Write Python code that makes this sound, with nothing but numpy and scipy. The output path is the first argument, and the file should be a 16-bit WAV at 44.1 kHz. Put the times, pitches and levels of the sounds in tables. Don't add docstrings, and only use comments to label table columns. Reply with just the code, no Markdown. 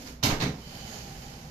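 import sys
import numpy as np
from scipy import signal
from scipy.fft import rfft, irfft
from scipy.io import wavfile

SR = 44100
rng = np.random.default_rng(int(sys.argv[2]) if len(sys.argv) > 2 else 0)


def wav_record(signal):
    frames = np.transpose(np.atleast_2d(signal))
    bounded = np.clip(frames, -1, 1)
    quanta = np.round(bounded * 32767).astype(np.int16)
    wavfile.write(sys.argv[1], SR, quanta)


N = 66150
TIME = np.arange(N) / SR
FREQS = np.maximum(np.arange(N // 2 + 1) * SR / N, 1)


def towel_slaps():
    # start_s, level_db, attack_s, t60_s, tilt_db_per_octave, hollow_hz, hollow_db
    flaps = [(0.2264, -28, 0.005, 0.23, 1, 4130, 8.5), (.2335, -22.5, 0.0023, 0.1557, 2.96, 4500, 2.5),
             (0.249, -24.5, 0.002, 0.19, 0.15, 900, 4), (0.299, -26, .004, 0.2061, -2, 970, -0.5),
             (0.318, -31, 0.0065, 0.11, -2, 623, 9), (0.397, -27.5, 0.01, 0.1543, -1.5, 4040, 9),
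             (0.418, -26, 0.0063, 0.13, -1.06, 1700, 4.5)]
    # frequency_hz, level_db
    cloth = [(60, -2.5), (150, -1.5), (300, -10.5), (450, -1.5), (900, 0.5), (1500, -4.5), (2500, -4),
             (4500, -7), (6800, -8.5), (8200, -21.5), (10300, -24), (12000, -17.5), (14500, -25)]
    hollow_half_width_oct, room_send_db = 0.32, -1.5
    slaps = 0
    for start, db, attack, t60, tilt_db, hollow_hz, hollow_db in flaps:
        trapped_air_db = hollow_db / (1 + (np.log2(FREQS / hollow_hz) / hollow_half_width_oct) ** 2)
        colour_db = at_hz(cloth, FREQS) + tilt_db * np.log2(FREQS) + trapped_air_db
        slaps = slaps + from_db(db) * burst(start, attack, t60) * noise(colour_db)
    slaps = slaps * fibre_grain(depth_db=2.4, hz=700)
    return slaps + from_db(room_send_db) * room(slaps)


def mattress_thumps():
    # start_s, relative_level_db, contact_s
    hits = [(0.233, -25, 0.0076), (0.2426, -20, 0.0046), (.250, -25, 0.0047), (0.27, -19.5, 0.00386),
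            (0.292, -21, 0.00416), (.326, -24.5, 0.00331), (0.424, -22.5, 0.00422), (0.4335, -19.5, 0.0039),
            (.463, -24, 0.0032), (.479, -29, 0.0027)]
    # pitch_hz, gain_db, t60_s
    bed_modes = [(65.6, -1, 0.31), (102.4, -6, 0.072), (130.9, -5, .3), (196.6, -18, 0.2),
                 (235.4, -14.5, 0.19), (304.3, -5, .35), (420.8, 5.5, 0.29), (490, -2.5, .4)]
    # frequency_hz, level_db
    padding = [(30, -34), (55, -35), (85, -6.5), (130, 4.5), (200, 2.5), (280, 0.5), (370, -12),
               (700, -7.5), (1200, -23.5), (3000, -52)]
    push_db, ring_db, thud_db, room_send_db = 1, -3, -8, -2.5
    low_cut_hz = 117
    force = sum(from_db(db) * np.sin(np.pi * np.clip((TIME - start) / contact, 0, 1)) ** 2
                for start, db, contact in hits)
    push = signal.sosfilt(signal.butter(2, low_cut_hz, "high", fs=SR, output="sos"), force)
    pulse_area = SR * np.mean([contact for _, _, contact in hits]) / 2
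    rings = sum(from_db(db) * ring(push / pulse_area, hz, t60) for hz, db, t60 in bed_modes)
    squash_power = sum((from_db(db) * burst(start, contact, t60=0.12)) ** 2
                       for start, db, contact in hits)
    thud = from_db(thud_db) * np.sqrt(squash_power) * noise(at_hz(padding, FREQS))
    return from_db(push_db) * push + from_db(ring_db) * rings + thud + from_db(room_send_db) * room(thud)


def towel_wipe():
    # time_s, level_db
    effort = [(0, -46.5), (.05, -47), (.075, -42.5), (.125, -50.5), (.18, -64), (.55, -53.5), (.63, -51),
              (.76, -45), (.83, -46), (.95, -43), (1.06, -47), (1.2, -48), (1.36, -49.5), (1.5, -52.5)]
    # frequency_hz, level_db
    rub = [(150, -3.5), (400, 3.5), (700, 3), (1050, -3.5), (2200, -1.5), (3700, -4.5), (4900, 0.5),
           (5900, -3.5), (6700, -0.5), (8200, -17), (10300, -14.5), (12000, -10), (14500, -14)]
    # start_s, end_s, centre_hz, half_width_hz, level_db
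    noise_bands = [(-.1, 0.21, 270, 25, -52.5), (0.657, 1.6, 135, 51, -48.5), (0.45, 1.49, 300, 660, -59.5),
                   (0.677, 1.528, 793, 46, -54), (0.59, 1.04, 3050, 72, -54), (.98, 1.48, 3010, 53, -61.5),
                   (0.6, 1.09, 4520, 300, -55), (0.84, 1.03, 6650, 200, -50.5)]
    room_send_db, fade_s = -4.5, 0.076
    swell = from_db(np.interp(TIME, *np.transpose(effort)))
    hiss = swell * noise(at_hz(rub, FREQS)) * fibre_grain(depth_db=1.15, hz=148)
    wipe = hiss + from_db(room_send_db) * room(hiss)
    for start, end, hz, half_width, db in noise_bands:
        stroke = np.clip(np.minimum(TIME - start, end - TIME) / fade_s, 0, 1)
        band_db = -20 * np.log10(1 + ((FREQS - hz) / half_width) ** 2)
        wipe = wipe + from_db(db) * stroke * noise(band_db)
    return wipe


def room(x):
    # frequency_hz, t60_s
    decay_times = [(100, 0.41), (500, 0.48), (2000, 0.31), (6000, 0.29), (13000, 0.29)]
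    bloom_s = 0.007
    white_spectrum = rfft(noise(0 * FREQS))
    edges_hz = np.append(0, np.geomspace(125, SR / 2, 8))
    response = 0
    for low, high in zip(edges_hz, edges_hz[1:]):
        band = irfft(white_spectrum * (FREQS >= low) * (FREQS < high), N)
        decay = from_db(-60 * TIME / at_hz(decay_times, (low + high) / 2))
        envelope = decay * (1 - np.exp(-TIME / bloom_s))
        response = response + band * envelope / np.sqrt(np.sum(envelope ** 2))
    return signal.fftconvolve(np.atleast_2d(x), response, axes=1)[:, :N]


def ventilation():
    # frequency_hz, level_db
    rumble = [(20, -3), (32, 2), (42, -1), (60, 4.5), (85, -2.5), (140, -3), (190, 1.5), (245, -5),
              (320, -18.5), (600, -15), (1500, -22), (6000, -36.5), (8500, -55), (14500, -37)]
    # pitch_hz, level_db
    tones = [(59.5, -54.5), (138, -59), (243, -57)]
    rumble_db = -48.5
    hum = sum(from_db(db) * np.sqrt(2) * np.sin(2 * np.pi * (hz * TIME + rng.random()))
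              for hz, db in tones)
    return from_db(rumble_db) * noise(at_hz(rumble, FREQS)) + hum


def fibre_grain(depth_db, hz):
    wobble = irfft(rfft(rng.standard_normal(N)) / (1 + (FREQS / hz) ** 2), N)
    return rms_one(from_db(depth_db * 2 * np.tanh(rms_one(wobble) / 2)))


def noise(colour_db):
    # frequency_hz, correlation
    likeness = [(130, 1), (290, 0.97), (620, 0.74), (1360, -0.5), (2800, -0.009), (6500, -0.048)]
    mid, side = rfft(rng.standard_normal((2, N)))
    alike = np.clip(at_hz(likeness, FREQS), -1, 1)
    stereo = np.sqrt(1 + alike) * mid + np.sqrt(1 - alike) * np.array([side, -side])
    return rms_one(irfft(from_db(colour_db) * stereo, N))


def ring(x, hz, t60):
    radius = np.exp(-np.log(1000) / (t60 * SR))
    angle = 2 * np.pi * hz / SR
    return signal.lfilter([0, np.sin(angle)], [1, -2 * radius * np.cos(angle), radius ** 2], x + 1e-18)


def burst(start, attack, t60):
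    age = np.maximum(TIME - start, 0)
    return np.minimum(age / attack, 1) * np.exp(-np.log(1000) * np.maximum(age - attack, 0) / t60)


def at_hz(points, hz):
    points = np.array(points)
    return np.interp(np.log(hz), np.log(points[:, 0]), points[:, 1])


def from_db(db):
    return 10 ** (np.asarray(db) / 20)


def rms_one(x):
    return x / np.sqrt(np.mean(x ** 2) + 1e-20)


def scene():
    return towel_slaps() + mattress_thumps() + towel_wipe() + ventilation()


def record(dry):
    # frequency_hz, left_minus_right_db
    balance = [(60, -2), (200, 0), (370, -2), (680, -9.5), (1250, -4.5), (2300, -6), (7000, -8.5),
               (8500, 5), (10000, 3), (12500, -9)]
    high_cut_hz = 14400
    hz = np.maximum(np.arange(N + 1) * SR / (2 * N), 1)
    pan = from_db(at_hz(balance, hz) * np.array([[.5], [-.5]]))
    pan = pan / np.sqrt(np.mean(pan ** 2, axis=0))
    panned = irfft(rfft(dry, 2 * N) * pan)[:, :N]
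    return signal.sosfilt(signal.ellip(12, .1, 80, high_cut_hz, fs=SR, output="sos"), panned)


dry = scene()
out = record(dry)
wav_record(out)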